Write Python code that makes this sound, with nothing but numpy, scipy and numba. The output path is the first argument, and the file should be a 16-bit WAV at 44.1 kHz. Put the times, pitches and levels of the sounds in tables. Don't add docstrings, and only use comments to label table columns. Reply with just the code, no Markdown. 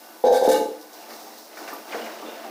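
import sys
import numpy as np
from scipy import signal
from scipy.fft import rfft, irfft
from scipy.io import wavfile
from scipy.ndimage import uniform_filter1d, map_coordinates
from numba import njit

SR = 44100
rng = np.random.default_rng(int(sys.argv[2]) if len(sys.argv) > 2 else 0)


def level_to_linear(level):
    exponent = np.asarray(level, float) / 20
    return 10 ** exponent


def master_out(mix):
    frames = np.transpose(np.atleast_2d(mix))
    ceiling = np.clip(frames, -1, 1)
    pcm = np.round(ceiling * 32767).astype(np.int16)
    wavfile.write(sys.argv[1], SR, pcm)


N = 110250
T = np.arange(N) / SR


def unit(x):
    return x / np.sqrt(np.mean(x ** 2))


def curve(rows):
    seconds, db = np.array(rows).T
    return level_to_linear(np.interp(T, seconds, db))


def colour(x, rows):
    hz, db = np.array(rows).T
    bins_hz = np.arange(N // 2 + 1) * SR / N + 1
    gain = level_to_linear(np.interp(np.log(bins_hz), np.log(hz), db))
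    return unit(irfft(rfft(x) * gain, N))


def ring(x, modes):
    out, power = 0, 0
    for hz, db, t60 in modes:
        r = np.exp(-np.log(1000) / (max(t60, .01) * SR))
        mode = signal.lfilter([1], [1, -r * np.exp(2j * np.pi * hz / SR)], x).imag
        out = out + level_to_linear(db) * np.sqrt(2 - 2 * r * r) * mode
        power = power + level_to_linear(2 * db)
    return out / np.sqrt(power)


def walk(rate_hz):
    k = int(SR / rate_hz)
    steps = np.repeat(rng.standard_normal(N // k + 1), k)
    return unit(uniform_filter1d(uniform_filter1d(steps, k), k)[:N])


def clicks(rate_hz, spread_db):
    chance, sign, size = rng.random((3, N))
    return unit((chance < rate_hz / SR) * np.sign(sign - .5) * level_to_linear(-spread_db * np.log(size + 3e-3)))


def swell(start, attack, hold, release):
    fade = np.exp(-np.clip(T - start - attack - hold, 0, None) / release)
    return np.clip((T - start) / attack, 0, 1) * fade


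def knocks(rows, contact_s):
    return sum(level_to_linear(db) * swell(s, contact_s, 0, contact_s) for s, db in rows)


def lowpass(x, order, hz):
    return signal.sosfilt(signal.butter(order, hz, fs=SR, output="sos"), x)


def highpass(x, hz):
    return signal.sosfilt(signal.butter(2, hz, "high", fs=SR, output="sos"), x)


@njit
def grains(times, hz, cycles, size, glide, count):
    out = np.zeros(count)
    for k in range(len(times)):
        i, phase, f = int(times[k] * SR), 0., hz[k] / SR
        n = int(5 * cycles[k] / f)
        for j in range(min(n, count - i)):
            phase += f * (1 + glide * j / n)
            out[i + j] += size[k] * np.sin(2 * np.pi * phase) * np.exp(-5. * j / n)
    return out


@njit
def limit(x, top, release):
    y, level = np.empty(len(x)), 0.
    for i in range(len(x)):
        a = abs(x[min(i + 40, len(x) - 1)])
        level += (a - level) * (.05 if a > level else release)
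        y[i] = x[i] * min(1., top / (level + 1e-9)) ** .8
    return y


# frequency in Hz, density in dB per Hz.
HUM_COLOUR = [(150, -24), (230, -35.5), (320, -35.5), (700, 4), (1000, -15), (3000, -3), (10000, 14),
              (15000, 17)]


def house_hum():
    return colour(rng.standard_normal(N), HUM_COLOUR) * level_to_linear(-52 + .9 * walk(6))


def room(x):
    low_t60_s, high_t60_s, wet_db = 0.29, 0.49, -3.5
    t = T[:SR // 2 + SR // 4]
    noise = rng.standard_normal(len(t))
    low = lowpass(noise, 1, 2000)
    tail = low * level_to_linear(-60 * t / low_t60_s) + (noise - low) * level_to_linear(-60 * t / high_t60_s)
    tail = tail * np.clip(t / 0.016 - .5, 0, 1)
    return x + level_to_linear(wet_db) * signal.fftconvolve(x, tail / np.sqrt(np.sum(tail ** 2)))[:N]


# start in seconds, level in dB, length in seconds.
BANGLE_TAPS = [
    (1.731, -45, 0.0286),
    (1.777, -51.5, 0.011),
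]


def bangle():
    contact = sum(level_to_linear(db) * swell(s, .001, length, .002) for s, db, length in BANGLE_TAPS)
    modes = [(12010, -2, 0.032), (12600, -15, .02), (9500, -14, .02)]  # Hz, dB, t60 s
    return ring(rng.standard_normal(N) * contact, modes)


# frequency in Hz, density in dB per Hz.
TRICKLE_COLOUR = [(1000, 7.5), (2500, -34), (3500, 4.5), (5500, 9.5), (7500, 0), (11000, -1.5),
                  (14000, 1.5), (15600, 6.5)]
# start in seconds, level in dB.
SPRAY_PUFFS = [
    (0.809, -47.5),
    (.93, -49),
    (1.10, -66),
    (1.378, -49),
    (1.569, -52),
    (1.678, -45),
    (1.74, -60),
    (1.962, -53),
    (2.04, -53),
]
# time in seconds, stirring in dB, trickle in dB.
STIRRING = [(0, -46, -49), (.2, -50.5, -50), (0.748, -49.5, -51.5), (0.902, -50, -49.5), (1.03, -45.5, -46),
            (1.08, -45.5, -50), (1.11, -42, -42.5), (1.3, -47, -46.5), (1.45, -51.5, -47),
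            (1.52, -47, -49.5), (1.6, -43.5, -43), (1.8, -42, -45), (1.85, -47, -48), (1.915, -38, -43.5),
            (1.95, -35.5, -43.5), (2.15, -40.5, -46.5), (2.28, -41.5, -47.5), (2.5, -41, -47.5)]


def trickle():
    flow = curve(np.array(STIRRING)[:, ::2]) * level_to_linear(.8 * walk(14))
    flow = flow + sum(level_to_linear(db) * swell(s, 0.0021, 0.0065, 0.021) for s, db in SPRAY_PUFFS)
    return colour(clicks(12000, 2.34), TRICKLE_COLOUR) * flow


# frequency in Hz, density in dB per Hz.
GURGLE_COLOUR = [(190, -33), (320, 1.5), (450, -2), (680, 10), (1000, 4), (1600, 5), (3000, 5.5), (7000, 2)]


def gurgle(stir):
    count, low_hz, high_hz = 16000, 220., 8000.
    when, pitch, length, size = rng.random((count, 4)).T
    hz = low_hz * (high_hz / low_hz) ** pitch
    bubbles = grains(when * N / SR, hz, 4.5 * (1.5 + length), level_to_linear(-1.8 * np.log(size + 1e-4)), 0.18, N)
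    return colour(bubbles, GURGLE_COLOUR) * stir * level_to_linear(1.1 * walk(11))


# start in seconds, level in dB, top pitch in Hz.
CLOTH_SLAPS = [(1.102, -49.5, 2010), (1.229, -58.5, 920), (1.271, -62, 990), (1.537, -57, 2470),
               (1.570, -43.5, 2300), (1.60, -47.5, 1545), (1.676, -40, 2510), (1.701, -52, 1890),
               (1.72, -46, 1700), (1.76, -53, 710), (1.921, -38, 2800), (1.929, -40.5, 2300),
               (1.942, -49.5, 1435), (1.97, -55, 2250), (1.99, -49, 1130), (2.01, -47.5, 2940),
               (2.06, -41.5, 2970), (2.196, -45.5, 730), (2.228, -46.5, 1367), (2.261, -47, 3730),
               (2.28, -57, 636), (2.44, -45, 980)]


def cloth_slaps():
    slap_s, sink_per_s = .027, 53.84
    out = 0
    for s, db, top_hz in CLOTH_SLAPS:
        when, depth, push = rng.random((220, 3)).T
        late = 2.2 * slap_s * when ** 1.2
        sink = sink_per_s * late * (0.288 + 0.706 * depth) + 0.898 * depth ** 2
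        hz = top_hz * np.exp(-sink) + 220
        size = 2.2 * (push - .5) * 2 ** .5 * np.exp(-late / .05) * np.clip(.6 + late / .005, 0, 1)
        out = out + level_to_linear(db) * grains(s + late, hz, 5. + 0 * hz, size, .15, N)
    return out


# start in seconds, pitch in Hz, level in dB, length in cycles.
SINGLE_DRIPS = [(.83, 1003, -43.5, 12), (1.27, 773, -37, 9.7), (1.63, 1570, -50, 14), (1.73, 1180, -32, 13),
                (1.945, 447.5, -25.5, 5.4), (1.962, 467, -25.5, 5.8), (2.02, 2880, -35, 22),
                (2.12, 3830, -44, 45), (2.225, 1170, -33.5, 11.5), (2.265, 3540, -42, 68),
                (2.295, 3630, -38.5, 30), (2.285, 455, -31, 7.3), (2.37, 679, -33.5, 12),
                (2.45, 770, -32, 18), (2.48, 686, -44, 18)]


def drips():
    start, hz, db, cycles = np.array(SINGLE_DRIPS, float).T
    return grains(start, hz, cycles, level_to_linear(db), 0.031, N)


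# frequency in Hz, level in dB, t60 in seconds.
HOLLOW_MODES = [(227.3, 4.5, 0.22), (313.6, 8, 1), (328, 1, 0.18), (441, 1.5, 0.24), (480.6, -5.5, 0.3),
                (524, 0, 1), (679.4, 8, 0.89), (749, 1, 0.45), (875, 7, 0.4), (1177, -1.5, 0.26),
                (1492, 1, 0.48), (1605, -6.5, 0.51), (2775, -3.5, 0.3)]


def bucket_water():
    stir = curve(np.array(STIRRING)[:, :2])
    splashes = cloth_slaps() + drips()
    drive = colour(clicks(2500, 1.16), [(200, 0), (900, 0.027)]) * stir + splashes * 0.14
    return gurgle(stir) + splashes + level_to_linear(-3) * ring(drive, HOLLOW_MODES)


# frequency in Hz, level in dB, t60 in seconds.
PAIR_MODES = [(840, 0, .55), (852.3, 0, .55)]
# start in seconds, level in dB.
PAIR_KNOCKS = [
    (.545, -9),
]


def wall_pair():
    return ring(knocks(PAIR_KNOCKS, .00008), PAIR_MODES)


# start in seconds, level in dB.
HANDLE_CLINKS = [
    (.487, -20),
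    (.515, -17.5),
    (.543, -13),
    (.56, -13.5),
]
# frequency in Hz, level in dB, t60 in seconds.
HANDLE_MODES = [(1230, -6, .12), (1550, -4, .12), (2250, -5, .07), (2850, -1, .07), (3985, -4, .1)]


def handle():
    return ring(knocks(HANDLE_CLINKS, .00004), HANDLE_MODES)


# start in seconds, level in dB, length in seconds, sharpness as a factor.
RIM_SCRAPES = [
    (0.234, -36.5, 0.032, 0.54),
    (0.314, -34.5, 0.051, 0.98),
    (0.426, -36, 0.034, 0.86),
    (0.48, -34, 0.035, 1.55),
    (0.541, -40, 0.0054, 0.32),
    (0.585, -59, 0.017, 0.23),
]
# frequency in Hz, density in dB per Hz.
GRIT_COLOUR = [(530, -51), (900, -33), (1320, -69), (1550, -1), (1950, -12), (3190, -22), (3860, -7.5),
               (13800, -16), (16000, -17.5)]
# frequency in Hz, level in dB, t60 in seconds.
RIM_MODES = [(1185, 0, 0.07), (1425, -4, .1), (1558, 7.5, 0.12), (1787, -5, 0.071), (2300, -3.5, 0.054),
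             (3690, 1, 0.039), (3830, 2, 0.036), (3890, 2.5, 0.067), (4810, -2, 0.11), (5370, -1.5, 0.068),
             (6350, -1, 0.029), (6900, -8, 0.041)]


def rim_scrape():
    grind = sum(level_to_linear(db) * swell(s, 0.017, d, 0.019) for s, db, d, _ in RIM_SCRAPES)
    bite = sum(level_to_linear(db) * sharp * swell(s, 0.017, d, 0.0096) for s, db, d, sharp in RIM_SCRAPES)
    grit = clicks(8000, 0.52)
    hiss = colour(grit, GRIT_COLOUR) * level_to_linear(0.94 * walk(41.0))
    dull = lowpass(hiss, 2, 6500)
    return grind * dull + bite * (hiss - dull) + level_to_linear(-3.5) * ring(grind * grit, RIM_MODES)


# start in seconds, level in dB.
LANDING_KNOCKS = [(.476, 7), (.492, -24), (.503, -14), (.515, -25), (.538, -8.5), (.58, -5.5), (.612, -8.5),
                  (.635, -39), (.655, -13.5), (.685, -15.5), (.715, -18.5)]
# time in seconds, level in dB.
ROCKING = [
    (.47, -47),
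    (.5, -36),
    (.6, -34),
    (.7, -43.5),
    (.73, -61),
    (.75, -66),
]
# frequency in Hz, level in dB, t60 in seconds.
SETTLED_MODES = [(238, -22, 1), (303.2, -2, 1), (336.6, -14, 0.88), (412, -8, 0.47), (449, 6.5, 0.37),
                 (487.7, -3.5, 0.88), (513, 7, 0.25), (547.3, 3, 0.32), (632, -8.5, 0.077), (683, -1, 0.19),
                 (785, -6.5, 0.23), (852, 4, 0.3), (1242, -3, 0.85)]


def pot_landing():
    rocking = (T > ROCKING[0][0]) * (T < ROCKING[-1][0])
    rattle = clicks(900, 1.3) * curve(ROCKING) * rocking
    return ring(knocks(LANDING_KNOCKS, 0.000083) + rattle, SETTLED_MODES)


# time in seconds, judder in dB.
DRAG_PUSH = [
    (.237, -45),
    (.242, -15),
    (.335, -23.5),
    (.35, -43.5),
    (.375, -30),
    (.398, -49),
    (.43, -16),
    (.465, -23),
    (.50, -33),
]
# start in seconds, low modes in dB, upper modes in dB.
JOINT_JERKS = [(.2385, 1, -7.5), (.247, -3, -13), (.259, -8.5, -10), (.27, -6.5, -8), (.283, -10.5, -1.5),
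               (.293, -7, -7.5), (.303, -4.5, -8.5), (.314, 0, -29), (.322, -8.5, -11), (.334, -1.5, -4.5),
               (.346, -19, -20), (.357, -12, -10), (.368, -12.5, -11.5), (0.382, -17, -20),
               (.393, -26, -25), (.413, -6.5, -11.5), (.423, 0.5, -9.5), (.436, -5.5, -10.5),
               (.45, -14, -5), (.462, -2, -16)]
# frequency in Hz, level in dB, t60 in seconds.
TILTED_MODES = [(217, 4, .3), (258.6, 6, 0.26), (328, -19, 0.4), (427, -26, 0.21), (450.7, 8.5, 0.36),
                (497, 16, 0.31), (523.3, 19.5, 0.24), (603, 2, 0.17)]
# frequency in Hz, level in dB, t60 in seconds.
WALL_MODES = [(671, 10.5, 0.19), (710, 5.5, 0.3), (746, 12.5, 0.062), (796.4, 10.5, 0.12), (822, -3, 0.14),
              (820, -24, 0.2)]


def pot_drag():
    dragging = (T > DRAG_PUSH[0][0]) * (T < DRAG_PUSH[-1][0])
    kicks = clicks(1160, 1.8) * curve(DRAG_PUSH) * dragging * level_to_linear(1.5 * walk(50))
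    jerks = np.array(JOINT_JERKS)
    low_push = kicks + knocks(jerks[:, :2], 0.0001)
    high_push = level_to_linear(-11.5) * kicks + knocks(jerks[:, ::2], 0.0001)
    body = ring(highpass(low_push, 430), TILTED_MODES) + ring(highpass(high_push, 590), WALL_MODES)
    wobble_s = .0003 * walk(14.3)
    return map_coordinates(body, [(T + wobble_s) * SR], mode="nearest")


def pot():
    body = lowpass(pot_drag() + pot_landing(), 8, 920)
    return body + rim_scrape() + handle()


def scene():
    in_room = room(pot() + bucket_water())
    return (in_room + wall_pair() + bangle() + trickle() + house_hum())[None]


def roll_off(x):
    return signal.sosfilt(signal.butter(12, 16350, fs=SR, output="sos"), x)


def record(dry):
    mic_low_hz, leak_db, limit_db, release_s, bend, top_hz = 185, -35, -9.5, .012, 0.042, 15540
    bass_cut = signal.cheby1(4, .3, mic_low_hz + 60, "high", fs=SR, output="sos")
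    heard = signal.sosfilt(bass_cut, dry[0]) + level_to_linear(leak_db) * dry[0]
    held = limit(heard, level_to_linear(limit_db), 1 / (release_s * SR))
    top_cut = signal.ellip(12, .3, 70, top_hz, fs=SR, output="sos")
    mix = signal.sosfilt(top_cut, held + bend * held * held)
    return roll_off(mix[None])


dry = scene()
out = record(dry)
master_out(out)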